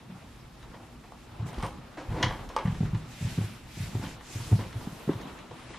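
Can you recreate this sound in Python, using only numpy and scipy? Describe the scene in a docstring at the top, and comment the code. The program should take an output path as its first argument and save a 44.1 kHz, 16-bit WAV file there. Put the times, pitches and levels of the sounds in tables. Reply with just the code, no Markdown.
"""Door and bare feet on the stairs

A door at the head of a carpeted wooden staircase is pulled shut; bare feet then thump down the treads.
Pushes ring the stair frame in low thumps; blows with gritty rattles make knocks, clatter and creak grains.
Bands of flickering noise make the swish of clothes and of a hand on the rail, the rubbing and the rumble.
The house hums softly: steady noise, with a few narrow resonances fed by noise. The stairwell echoes."""
import sys
import numpy as np
from scipy import signal
from scipy.io import wavfile

SR = 44100
rng = np.random.default_rng(int(sys.argv[2]) if len(sys.argv) > 2 else 0)


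def transcribe(signal):
    """Save signal, clipped to [-1, 1], as a 16-bit WAV file at the path in sys.argv[1]."""
    frames = np.atleast_2d(signal).T
    limited = np.clip(frames, -1, 1)
    pcm = np.round(limited * 32767).astype(np.int16)
    wavfile.write(sys.argv[1], SR, pcm)


N = 254898  # length in samples


def from_db(db):
    """Decibels to a plain factor on the wave's size."""
    return 10 ** (np.asarray(db) / 20)


def power_sum_db(*levels_db):
    """Unrelated sounds add by power; gives their joint level in dB."""
    return 10 * np.log10(sum(from_db(db) ** 2 for db in levels_db))


def rms_one(x):
    """Scale a sound to an average strength (RMS) of 1."""
    return x / np.sqrt(np.mean(x ** 2) + 1e-20)


def in_time(rows):
    """Draw straight lines between table rows, one curve for each column after the time."""
    s, *columns = np.transpose(rows)
    return [np.interp(np.arange(N) / SR, s, column) for column in columns]


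def at_hz(points, hz):
    """Read a table at a frequency, on a logarithmic frequency scale."""
    table_hz, values = np.transpose(points)
    return np.interp(np.log(hz), np.log(table_hz), values)


def add(track, s, sound):
    """Mix a short sound in at a time."""
    i = round(s * SR)
    track[i:i + len(sound)] += sound[:N - i]


def lowpass(x, order, hz):
    """Keep what lies below a frequency."""
    return signal.sosfilt(signal.butter(order, hz, fs=SR, output="sos"), x)


def highpass(x, order, hz):
    """Keep what lies above a frequency."""
    return signal.sosfilt(signal.butter(order, hz, "high", fs=SR, output="sos"), x)


def resonance(x, hz, width_hz):
    """One vibrating mode: a two-pole filter that passes a narrow band around its pitch."""
    r = np.exp(-np.pi * width_hz / SR)
    gain = (1 - r * r) / 2
    return signal.lfilter(np.array([1, 0, -1]) * gain, [1, -2 * r * np.cos(2 * np.pi * hz / SR), r * r], x)


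def drift(rate_hz):
    """Slow random wandering with RMS 1: noise smoothed by two equal poles at the given rate."""
    step = 40  # samples between computed points
    r = np.exp(-2 * np.pi * rate_hz * step / SR)
    noise = rng.standard_normal(N // step + 2002)
    slow = signal.lfilter([1], [1, -2 * r, r * r], noise)[2000:]  # drop the filter's start
    return np.interp(np.arange(N) / step, np.arange(len(slow)), rms_one(slow))


# how alike left and right are: f/Hz, likeness (1 = identical, 0 = unrelated)
LEFT_RIGHT_LIKENESS = [(60, 1), (125, .9999), (180, 1), (250, 0.63), (1000, 0.68), (2000, 0.69),
                       (4000, 0.46), (8000, 0.22), (12000, 0.02)]


def banded_noise(spectrum, patchy_db, tilt_db=0, hump_hz=1000, hump_db=0):
    """Half-octave bands of stereo noise, each with its own level, flicker and left-right likeness."""
    out, power = 0, 0
    together = drift(6)  # flicker shared by all bands
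    edges = 22 * 2 ** np.arange(0, 9.8, .5)
    white = rng.standard_normal((2, 2, N))  # neighbouring bands get unrelated noise
    for k, (low, high) in enumerate(zip(edges, edges[1:])):
        hz = np.sqrt(low * high)
        if not .8 * spectrum[0][0] < hz < 1.2 * spectrum[-1][0]:
            continue
        band = signal.butter(2, [low, high], "band", fs=SR, output="sos")
        mid, side = signal.sosfilt(band, white[k % 2])
        alike = at_hz(LEFT_RIGHT_LIKENESS, hz)
        hump = np.exp(-.5 * (np.log2(hz / hump_hz) / 0.3) ** 2)
        colour_db = tilt_db * np.log2(hz / 4000) + hump_db * hump
        flicker_db = patchy_db * (0.6 * together + drift(12.6))
        gain = from_db(at_hz(spectrum, hz) + colour_db + flicker_db)
        out = out + gain * (np.sqrt(1 + alike) * mid + np.sqrt(1 - alike) * side * [[1], [-1]])
        power += from_db(at_hz(spectrum, hz)) ** 2 * 2 * (high - low) / SR
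    return out / np.sqrt(2 * power)  # RMS near 1 before colour and flicker


# colour of the quiet house noise: f/Hz, relative level/dB per Hz
HOUSE_COLOUR = [(15, -35), (25, -12), (110, -8), (164, 4), (227, 9.5), (522, -8), (870, -20), (1800, -15),
                (2770, -32), (4610, -16), (13200, -30), (14300, -39), (15500, -73)]


def house_noise():
    """The quiet background of the house is softly flickering noise."""
    return from_db(-59) * banded_noise(HOUSE_COLOUR, patchy_db=1.5)


# wavering hums of the house: f/Hz, width/Hz, level/dB
HOUSE_HUMS = [(54.7, 5.3, -64), (124, 2.5, -57), (241.8, 4.4, -61.5), (13000, 40, -89)]


def hums():
    """Noise through narrow resonances gives hums that waver."""
    out = 0
    for hz, width_hz, level_db in HOUSE_HUMS:
        out = out + from_db(level_db) * rms_one(resonance(rng.standard_normal(N), hz, width_hz))
    return out


def stirred(level_db, share, early_s, t60_s, db_per_oct=0):
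    """A level in dB that jumps at every low thump and dies away; level_db is for -21 dB at 120 Hz."""
    s, peak_db, centre_hz = np.transpose(LOW_THUMPS)[:3]
    kick_db = level_db + share * (peak_db + 21.0) + db_per_oct * np.log2(centre_hz / 120)
    kicks = np.zeros(N)
    np.add.at(kicks, ((s - early_s) * SR).astype(int), from_db(kick_db) ** 2)
    fall = from_db(-120 / (t60_s * SR))  # power falls 60 dB in t60_s
    rise = np.exp(-1 / (0.0023 * SR))
    power = signal.lfilter([1 - rise], [1, -fall - rise, fall * rise], kicks + 1e-18)
    return 10 * np.log10(power + 1e-12)


# colour of the stair frame's rumble: f/Hz, relative level/dB per Hz
RUMBLE_COLOUR = [(20, 6), (35, -3.5), (52, 5), (80, 0), (110, 3), (200, -0.5), (400, -16)]


def frame_rumble():
    """The stair frame rumbles at rest and more after each thump; deep thumps shake it most."""
    resting_db = -54
    shaken_db = stirred(level_db=-46.5, share=0.5, early_s=-0.02, t60_s=1, db_per_oct=-6.5)
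    return from_db(power_sum_db(resting_db, shaken_db)) * banded_noise(RUMBLE_COLOUR, patchy_db=2.5)


# colour of rubbing and scuffing: f/Hz, relative level/dB per Hz
SCUFF_COLOUR = [(150, -9), (300, 4.5), (500, 0.5), (1000, 3), (1800, -6), (3500, -10.5)]
# steady rubbing of door edge and soles: t/s, level/dB
RUBBING = [(0.0, -55), (.4, -57.5), (.7, -56.5), (1.09, -56.5), (1.53, -50.5), (1.96, -55.5), (2.22, -50),
           (3.64, -55), (4.45, -51.5), (4.95, -51), (5.1, -46.5), (5.3, -48.5), (5.5, -52.5), (5.78, -50)]


def rubbing_and_scuffs():
    """Door edge and soles rub steadily, and every low thump adds a dying scuff, all as noise."""
    scuff_db = stirred(level_db=-52.5, share=0.17, early_s=0, t60_s=.5)
    return from_db(power_sum_db(*in_time(RUBBING), scuff_db)) * banded_noise(SCUFF_COLOUR, patchy_db=1.86)


# colour of the swishes: f/Hz, relative level/dB per Hz
SWISH_COLOUR = [(710, -24), (1200, -35), (1450, -4.5), (1960, -7), (2560, 0), (2820, -3), (4280, -2),
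                (7390, -3.5), (12100, -6), (14200, -6.5), (15500, -32)]
# swishes of cloth and of the hand on the rail: start t/s, length/s, level/dB, brightness/dB per octave,
# lift of the hiss near 7 kHz/dB, share of the length spent swelling
STRIDE_SWISHES = [(1.448, 0.088, -53.5, -1, 3, 0.36), (1.497, 0.34, -54.5, -3.5, 0, 0.32),
                  (1.952, 0.7, -56.5, -2, 0, 0.3), (2.55, 0.72, -54, -5, 0.5, 0.23),
                  (2.998, 0.57, -45.5, -4.2, 1, 0.61), (3.307, 0.38, -52.5, -4, -2, 0.55),
                  (3.606, 0.44, -46.5, -4, 0.5, 0.52), (3.864, 0.34, -49, -3.5, 1.5, 0.55),
                  (4.179, 0.46, -48, -3, 5.5, 0.44), (4.4, 0.39, -49.5, -2, -1, .45),
                  (4.62, 1, -54.5, -0.2, 0, 0.28), (5.493, 0.72, -51.5, -3.5, -3, 0.29)]


def swishes():
    """Each swish of rubbing cloth or hand is noise that swells and fades smoothly with its own colour."""
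    t = np.arange(N) / SR
    start, length, level_db, bright_db, hiss_db, swell = np.transpose(STRIDE_SWISHES)[:, :, None]
    part = np.clip((t - start) / length, 0, 1)
    shape = np.sin(np.pi / 2 * np.minimum(part / swell, (1 - part) / (1 - swell)))
    power = (from_db(level_db) * shape ** 1.3) ** 2
    still = from_db(-61.5) ** 2  # rustle between swishes
    total = power.sum(axis=0) + still
    # overlapping swishes blend their colours by power; the rustle leans -3 dB per octave
    tilt_db = ((power * bright_db).sum(axis=0) - 3 * still) / total
    hump_db = (power * hiss_db).sum(axis=0) / total
    noise = banded_noise(SWISH_COLOUR, patchy_db=1.36, tilt_db=tilt_db, hump_hz=6650, hump_db=hump_db)
    return np.sqrt(total) * noise


# a loose metal part of the knob tinkles: t/s, level/dB (RMS starts 2 dB lower), f/Hz
KNOB_TINKLES = [(1.484, -56, 9500), (1.5289, -54, 8900), (1.628, -49, 8700), (1.638, -55, 8800),
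                (1.647, -50, 8900), (1.6624, -49, 8900), (1.688, -58, 8800)]


def tinkles():
    """Loose metal gives short high rings, roughened because noise drives the resonance."""
    width_hz, t60_s = 500, .05
    out, t = np.zeros(N), np.arange(int(.1 * SR)) / SR
    for s, level_db, hz in KNOB_TINKLES:
        noise = rng.standard_normal(len(t))
        ring = rms_one(resonance(noise, hz, width_hz)) * from_db(-60 * t / t60_s)
        add(out, s, from_db(level_db - 2.0) * ring)
    return out


def knocks(rows, body):
    """Each knock is a blow and a short gritty rattle; dense modes ring on as dying noise in each resonance."""
    out, t = np.zeros(N), np.arange(int(.25 * SR)) / SR
    for s, level_db, tilt_db, share, blow_db, top_hz, rattle_ms in rows:
        contacts, dense = rng.standard_normal((2, len(t)))
        rattle = np.exp(-1000 * t / rattle_ms)
        blow = from_db(blow_db) * (t == 0)  # a single sample
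        grit = contacts ** 2 * np.sign(contacts)  # squaring makes strong contacts stand out
        strike = 0.45 * grit * rattle * np.minimum(t / 0.0022, 1) + blow
        knock = 0
        for k, (hz, width_hz, mode_db, t60_s) in enumerate(body):
            ringing = from_db(-6.5) * from_db(-60 * t / (t60_s * share)) * (1 - rattle)
            drive = strike + np.roll(dense, 500 * k) * ringing
            gain = (-1) ** k * from_db(mode_db + tilt_db * np.log2(hz / 1000))
            knock = knock + gain * resonance(drive, hz, width_hz)
        knock = lowpass(knock, 3, top_hz) + from_db(-46) * blow  # plus a faint bare click
        early_rms = np.sqrt(np.mean(knock[:round(.006 * SR)] ** 2))
        add(out, s, from_db(level_db - 7.5) * knock / early_rms)
    return out


# the latch bolt snaps and grates: t/s, level/dB (RMS of the first 6 ms is 7.5 dB lower),
# treble tilt/dB per octave, ring time as a share of t60, first blow/dB, highest pitch excited f/Hz,
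# time constant of the rattle/ms
LATCH_SNAPS = [(1.121, -36, -2.5, 0.68, 19, 9000, 1.8), (1.583, -36, 4, .8, -3, 5000, 5.8),
               (1.596, -34.5, -2, 0.88, -3, 5000, 8.5), (1.625, -27.5, 2, 0.93, 4, 13000, 4),
               (1.645, -31, 0.5, 1, 9, 7000, 5.3), (1.654, -31, -1, 1, 10, 6000, 3.6),
               (2.564, -14.5, -0.5, 0.87, 13, 8000, 2.4)]
# resonances of the latch: f/Hz, width/Hz, level/dB, t60/s
LATCH_MODES = [(495, 350, -12, 0.036), (873, 140, 1, 0.03), (1130, 130, -1, 0.016), (1460, 74, -8.5, .04),
               (1980, 170, -18.5, 0.033), (3140, 360, -18, 0.016), (5170, 780, -23.5, .008),
               (8500, 810, -29, .006)]


def latch():
    """The bolt's snaps and grating set the small resonances of the latch ringing."""
    return knocks(LATCH_SNAPS, LATCH_MODES)


# knocks hard and soft, clatter, short rustles and creak grains: t/s,
# level/dB (RMS of the first 6 ms is 7.5 dB lower), treble tilt/dB per octave, ring time as a share of t60,
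# first blow/dB, highest pitch excited f/Hz, time constant of the rattle/ms
KNOCKS_AND_CLATTER = [(0.626, -45, 1, 1, 5, 8000, 6.3), (0.739, -43.5, -4, 2, -12, 5000, 14),
                      (.797, -47, -7, 1, 5, 2000, 3), (1.037, -46, -6, 0.63, 3, 6000, 4),
                      (1.458, -43, -7, 1.3, -10, 6000, 21), (1.486, -41.5, -3, 0.89, -8, 11000, 6.1),
                      (1.529, -39, -6, 1.2, 7, 11000, 4.2), (1.541, -41, 4, .7, 3, 12000, 2.8),
                      (1.603, -41, 2, .81, -2, 4500, 7), (1.633, -29.5, -1.5, .6, 8, 4500, 2.2),
                      (1.639, -28, -6.5, 0.8, 9, 5000, 3), (1.663, -38.5, 3, .7, 8, 14000, 4),
                      (1.971, -35.5, -9.5, 2.1, 7, 8000, 6), (2.1, -44, -5, 1.5, -10, 9000, 14),
                      (2.12, -38, -5.5, 1.6, -10, 9000, 13), (2.14, -35, -10, 1.7, -10, 6000, 10),
                      (2.159, -33.5, -11, 2.2, -8, 5000, 10), (2.18, -34.5, -8, 1.4, -8, 5000, 8),
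                      (2.2, -34, -6, 1.8, 0, 5000, 5), (2.212, -35, -4, 1.2, 0, 9500, 4.4),
                      (2.226, -16.5, 2.5, 0.73, 3, 8400, 5.3), (2.234, -18, 0, 0.9, 16, 7000, 7.1),
                      (2.243, -24, 3, 1.4, 13, 8000, 4), (2.258, -32, 3, 0.81, 8, 5000, 5.4),
                      (2.282, -34, 3, .9, 5, 5500, 3.6), (2.306, -27, -4.5, 1.1, 13, 5000, 4.8),
                      (2.322, -36, 4, .6, 3, 2500, 5), (2.322, -48, 9, 0.66, 5, 13000, 3.2),
                      (2.334, -37, -4, 1.1, 9, 7000, 3.3), (2.39, -38, -4, 0.66, 12, 7000, 5.1),
                      (2.446, -47, -5, .7, 10, 9200, 3), (2.49, -42, 9.5, 0.72, 13, 9100, 4),
                      (2.497, -36, -6.5, 1.3, -6, 8000, 4), (2.573, -26.5, -2, 0.9, 0, 2600, 6),
                      (2.585, -30, -0.5, .8, 3, 6500, 4.4), (2.596, -32, -10, 1.14, -9, 2800, 6),
                      (2.608, -37, 4, .7, 7, 2600, 5), (2.654, -38, 2, 0.78, 0, 4000, 6),
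                      (2.672, -37.5, 0, .7, -5, 5000, 8.9), (2.742, -44, 3, .8, -8, 5000, 10),
                      (2.947, -37, 0, 1.6, 15, 8500, 4.4), (4.011, -39, -2, 0.68, 5, 3000, 2.6),
                      (4.023, -41.5, -8, .7, 0, 3000, 5), (4.036, -36, -5, .8, 3, 5000, 3.7),
                      (4.047, -42, 6, .7, 3, 6000, 4), (4.06, -41, 2, 1, -5, 5000, 9),
                      (4.075, -48, 1, 0.96, 0, 4000, 4.2), (4.209, -39, -3.5, 0.64, 21, 8500, 4),
                      (4.59, -32, -9, 0.88, 12, 8500, 4), (4.598, -40, -1, 1, 0, 5000, 5),
                      (4.608, -38.5, -2, 1.2, 7, 6000, 4.9), (4.636, -42, -3, .8, 0, 4000, 5),
                      (4.728, -40, 3.5, 0.58, 14, 8000, 2.6), (4.807, -39.5, -8, 0.89, 0, 8500, 4.5),
                      (5.092, -28, -11, 0.36, 22, 2000, 2.6), (5.108, -37.5, -10, .7, -2, 2500, 8.2),
                      (5.13, -42, 2.5, 1.5, 10, 8500, 3.2), (5.213, -40, 3, 0.65, 10, 8000, 3),
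                      (5.389, -43, 4, 0.84, 20, 9000, 3.6), (5.51, -35, -9.5, 0.45, 16.5, 8500, 4.7),
                      (5.702, -40, -7, 0.49, 2, 8500, 3.6), (5.735, -41, 0, 1.2, -8, 2800, 17)]
# broad resonances of door panel and hardware: f/Hz, width/Hz, level/dB, t60/s
DOOR_MODES = [(338, 73, -3.5, 0.21), (540, 380, -3, 0.17), (867, 93, 5.5, 0.062), (976, 70, 7.5, 0.032),
              (1122, 140, 6.5, 0.028), (1470, 190, 1.5, 0.052), (1860, 300, 3, 0.038),
              (2270, 310, -2, 0.053), (2897, 180, -1.5, 0.048), (3230, 165, 0, 0.029),
              (3540, 200, -2.5, 0.037), (4000, 730, -8, 0.043), (5200, 500, -11, 0.025),
              (6070, 440, -9, 0.017), (6790, 1000, -16.5, 0.023), (8400, 1700, -24, 0.015),
              (11000, 4000, -25, 0.015), (14000, 2500, -26, .015)]


def knocks_and_clatter():
    """Knocks hard and soft, clatter, rustles and creak grains all sound through the same broad resonances."""
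    return knocks(KNOCKS_AND_CLATTER, DOOR_MODES)


# low thumps: feet on the treads, the door shutting, and settling: t/s, peak level/dB,
# centre of the ring f/Hz, base ring time/s, slap/dB over the peak (before its modes' levels)
LOW_THUMPS = [(0.093, -35.5, 184, .3, -16), (0.629, -45, 58.3, .085, -24), (0.828, -43, 118, 0.34, -16),
              (1.318, -39.5, 118, 0.35, -29), (1.396, -26.5, 97, 0.11, -21), (1.422, -24.5, 117, 0.2, -38),
              (1.455, -31.5, 133, 0.17, -11), (1.577, -27.5, 52.3, 0.063, -11),
              (1.628, -25.5, 138, 0.15, -15), (2.08, -26, 56, 0.25, -35), (2.112, -26, 138, 0.38, -18),
              (2.164, -36, 298, .25, -11), (2.184, -34, 296, 0.24, -7), (2.205, -32, 350, 0.17, -5),
              (2.236, -19.5, 120, 0.078, -24), (2.26, -22.5, 118, 0.19, -15.5),
              (2.289, -31.5, 47.6, 0.5, -28), (2.397, -37.5, 103, 0.15, -28), (2.648, -16, 154, 0.13, -32),
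              (2.675, -21.5, 152, 0.19, -21), (2.693, -23, 137, 0.2, -33),
              (2.803, -17.5, 166, 0.068, -16.5), (2.824, -19, 133, .17, -14),
              (2.715, -30.5, 55.3, 0.21, -32), (2.849, -32.5, 51.5, 0.13, -12),
              (2.928, -18.5, 143, 0.15, -31), (2.946, -21.5, 128, 0.15, -21), (3.207, -31, 149, 0.13, -14),
              (3.22, -23, 128, 0.25, -25), (3.244, -19, 121, 0.19, -31), (3.265, -29, 125, .14, -30),
              (3.299, -30.5, 126, 0.14, -30), (3.371, -29.5, 198, .06, -10), (3.378, -17, 149, 0.13, -15),
              (3.407, -23.5, 119, 0.12, -16), (3.436, -28, 99, 0.23, -15), (3.768, -30, 148, 0.19, -14),
              (3.799, -25, 136, 0.19, -23), (3.808, -29.5, 127, 0.12, -21), (3.832, -28, 78.6, 0.095, -31),
              (3.871, -36, 72, 0.1, -22), (3.947, -22.5, 120, 0.21, -10.5), (3.991, -28.5, 95, 0.23, -9),
              (4.023, -32.5, 190, 0.081, -10), (4.032, -30, 240, 0.094, -14),
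              (4.062, -29.5, 203, 0.12, -25), (4.352, -26.5, 110, 0.19, -15.5),
              (4.399, -29, 118, 0.24, -28), (4.47, -32, 104, .068, -28), (4.511, -19, 176, 0.093, -13),
              (4.521, -10, 116, 0.18, -19), (4.548, -23.5, 150, 0.16, -20), (4.589, -28.5, 115, 0.14, -7.5),
              (4.658, -34, 124, 0.074, -25), (4.754, -27, 101, 0.15, -18), (4.868, -30, 204.5, .088, -8),
              (4.92, -33.5, 159, 0.058, -16), (5.073, -24, 165, 0.088, -13.5),
              (5.087, -14, 340, 0.046, -12), (5.093, -21.5, 252, 0.057, -26), (5.106, -29, 190, 0.075, -14),
              (5.152, -29.5, 110, 0.06, -12.5), (5.198, -36.5, 340, 0.084, -20),
              (5.225, -34.5, 198, .1, -25), (5.25, -32, 230, 0.11, -23), (5.505, -43, 129, .11, -17)]
# modes of treads and stair frame: f/Hz, level/dB, t60 as a share of the base ring time
STAIR_MODES = [(36.55, -11, 3.6), (53.7, -18, 1.2), (69.5, -16.5, 2.5), (82, -37, 0.43), (104, 3, 1.15),
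               (118, 5, 0.95), (156, 3.5, 1.16), (182.6, 6.5, 1.05), (222, 1.5, 1.04), (280.5, -4.5, 2.2),
               (297, 4, 0.95), (388, 14.5, 0.3), (439, 8.5, 0.64)]
# modes that a slap adds: f/Hz, level/dB, t60/s
SLAP_MODES = [(229.4, 9, 0.056), (311, -4.5, 0.059), (381, -1, 0.069), (447, -4.5, 0.035), (566, -7, 0.03),
              (730, -3.5, 0.03), (900, -9, 0.039), (1430, -31, 0.0091), (1950, -12, 0.02)]


def low_thumps():
    """A padded push and rebound rings the stair modes, most of all those near the thump's own pitch."""
    ring_octaves = .47  # spread of the ring around that pitch
    peak_after_s, slap_after_s = 0.00902, 0.00295  # thump peak and slap follow the first touch
    out, t = np.zeros(N), np.arange(int(.4 * SR))[:, None] / SR
    hz, mode_db, share = np.transpose(STAIR_MODES)
    slap_hz, slap_mode_db, slap_t60 = np.transpose(SLAP_MODES)
    for s, peak_db, centre_hz, ring_s, slap_db in LOW_THUMPS:
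        nearness = np.exp(-.5 * (np.log2(hz / centre_hz) / ring_octaves) ** 2)
        fading = from_db(mode_db - 60 * t / (share * ring_s))
        ring = (nearness * fading * np.sin(2 * np.pi * hz * t)).sum(axis=1)
        # soft padding spreads the push in time; it lasts more cycles where the slap is stronger
        contact_cycles = max(2.07 + 0.09 * (slap_db + 22.5), .8)
        cycles = np.arange(0, contact_cycles, centre_hz / SR)
        push = np.hanning(len(cycles)) * np.sin(2 * np.pi * (cycles - cycles[-1] / 2))
        thump = signal.fftconvolve(ring, push)
        peak_at = np.abs(thump).argmax()
        add(out, s + peak_after_s - peak_at / SR, from_db(peak_db) * thump / np.abs(thump).max())

        sign = rng.choice([-1, 1], len(SLAP_MODES))
        slap_fading = sign * from_db(slap_mode_db - 60 * t / slap_t60)
        slap = (slap_fading * np.sin(2 * np.pi * slap_hz * t)).sum(axis=1)
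        add(out, s + slap_after_s, from_db(peak_db + slap_db) * slap * np.minimum(t[:, 0] / 0.0026, 1))
    return highpass(out, 2, 35)  # little deep bass is radiated


def stairwell(x):
    """Dense echoes off the walls whose treble dies first; the sides differ mostly in short waves."""
    t60_s, wall_cut_hz = 0.35, 2500
    t = np.arange(int(t60_s * SR)) / SR
    mid, side = rng.standard_normal((2, len(t)))
    noise = mid + 0.47 * highpass(side, 1, 4000) * [[1], [-1]]
    dull = lowpass(noise, 1, wall_cut_hz)
    bright = (noise - dull) * np.exp(-t / 0.039)
    tail = (dull + bright) * from_db(-60 * t / t60_s) * (t > .004)  # echoes begin after 4 ms
    return signal.fftconvolve(x[None], tail / np.sqrt(np.sum(tail[0] ** 2)), axes=1)[:, :N]


# the highest treble dies away at the end: t/s, edge f/Hz
TREBLE_EDGES = [(0, 15000), (5.25, 15000), (5.55, 13000), (5.78, 9600)]


def dim_treble(x):
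    """Split off the treble in bands and fade out those above a moving edge."""
    edge_hz, = in_time(TREBLE_EDGES)
    out, below = 0, 0
    for hz in (9000, 10500, 12000, 13500, 15000):
        low = signal.sosfiltfilt(signal.butter(6, hz, fs=SR, output="sos"), x)
        out = out + (low - below) * np.clip((edge_hz - hz) / 1500 + 1, 0, 1)
        below = low
    return out + (x - below) * np.clip((edge_hz - 15000) / 1000, 0, 1)


# the sound leans left at the end: t/s, left over right level/dB
LEFT_LEAN = [(0, 0), (5, 0), (5.4, .6), (5.78, 1.6)]


def lean_left(x):
    """Raise the left and lower the right, but hardly for long waves, which have no side."""
    lean_db, = in_time(LEFT_LEAN)
    return x + highpass(x, 1, 150) * (from_db(lean_db / 2 * [[1], [-1]]) - 1)


def scene():
    """Mix house, soft noises, clatter and low thumps, with echoes of the clatter and thumps."""
    house = house_noise() + hums()
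    moving = frame_rumble() + rubbing_and_scuffs() + swishes()
    clatter = tinkles() + latch() + knocks_and_clatter()
    thumps = low_thumps()
    echoes = stairwell(from_db(-15.5) * thumps + from_db(-6.0) * clatter)
    return lean_left(dim_treble(house + moving + clatter + thumps + echoes))


def record(dry):
    """The microphone droops at the very top, then the top is cut."""
    droop = lowpass(dry, 4, 14600)
    return signal.sosfilt(signal.cheby2(16, 60, 15750, fs=SR, output="sos"), droop)


dry = scene()
out = record(dry)
transcribe(out)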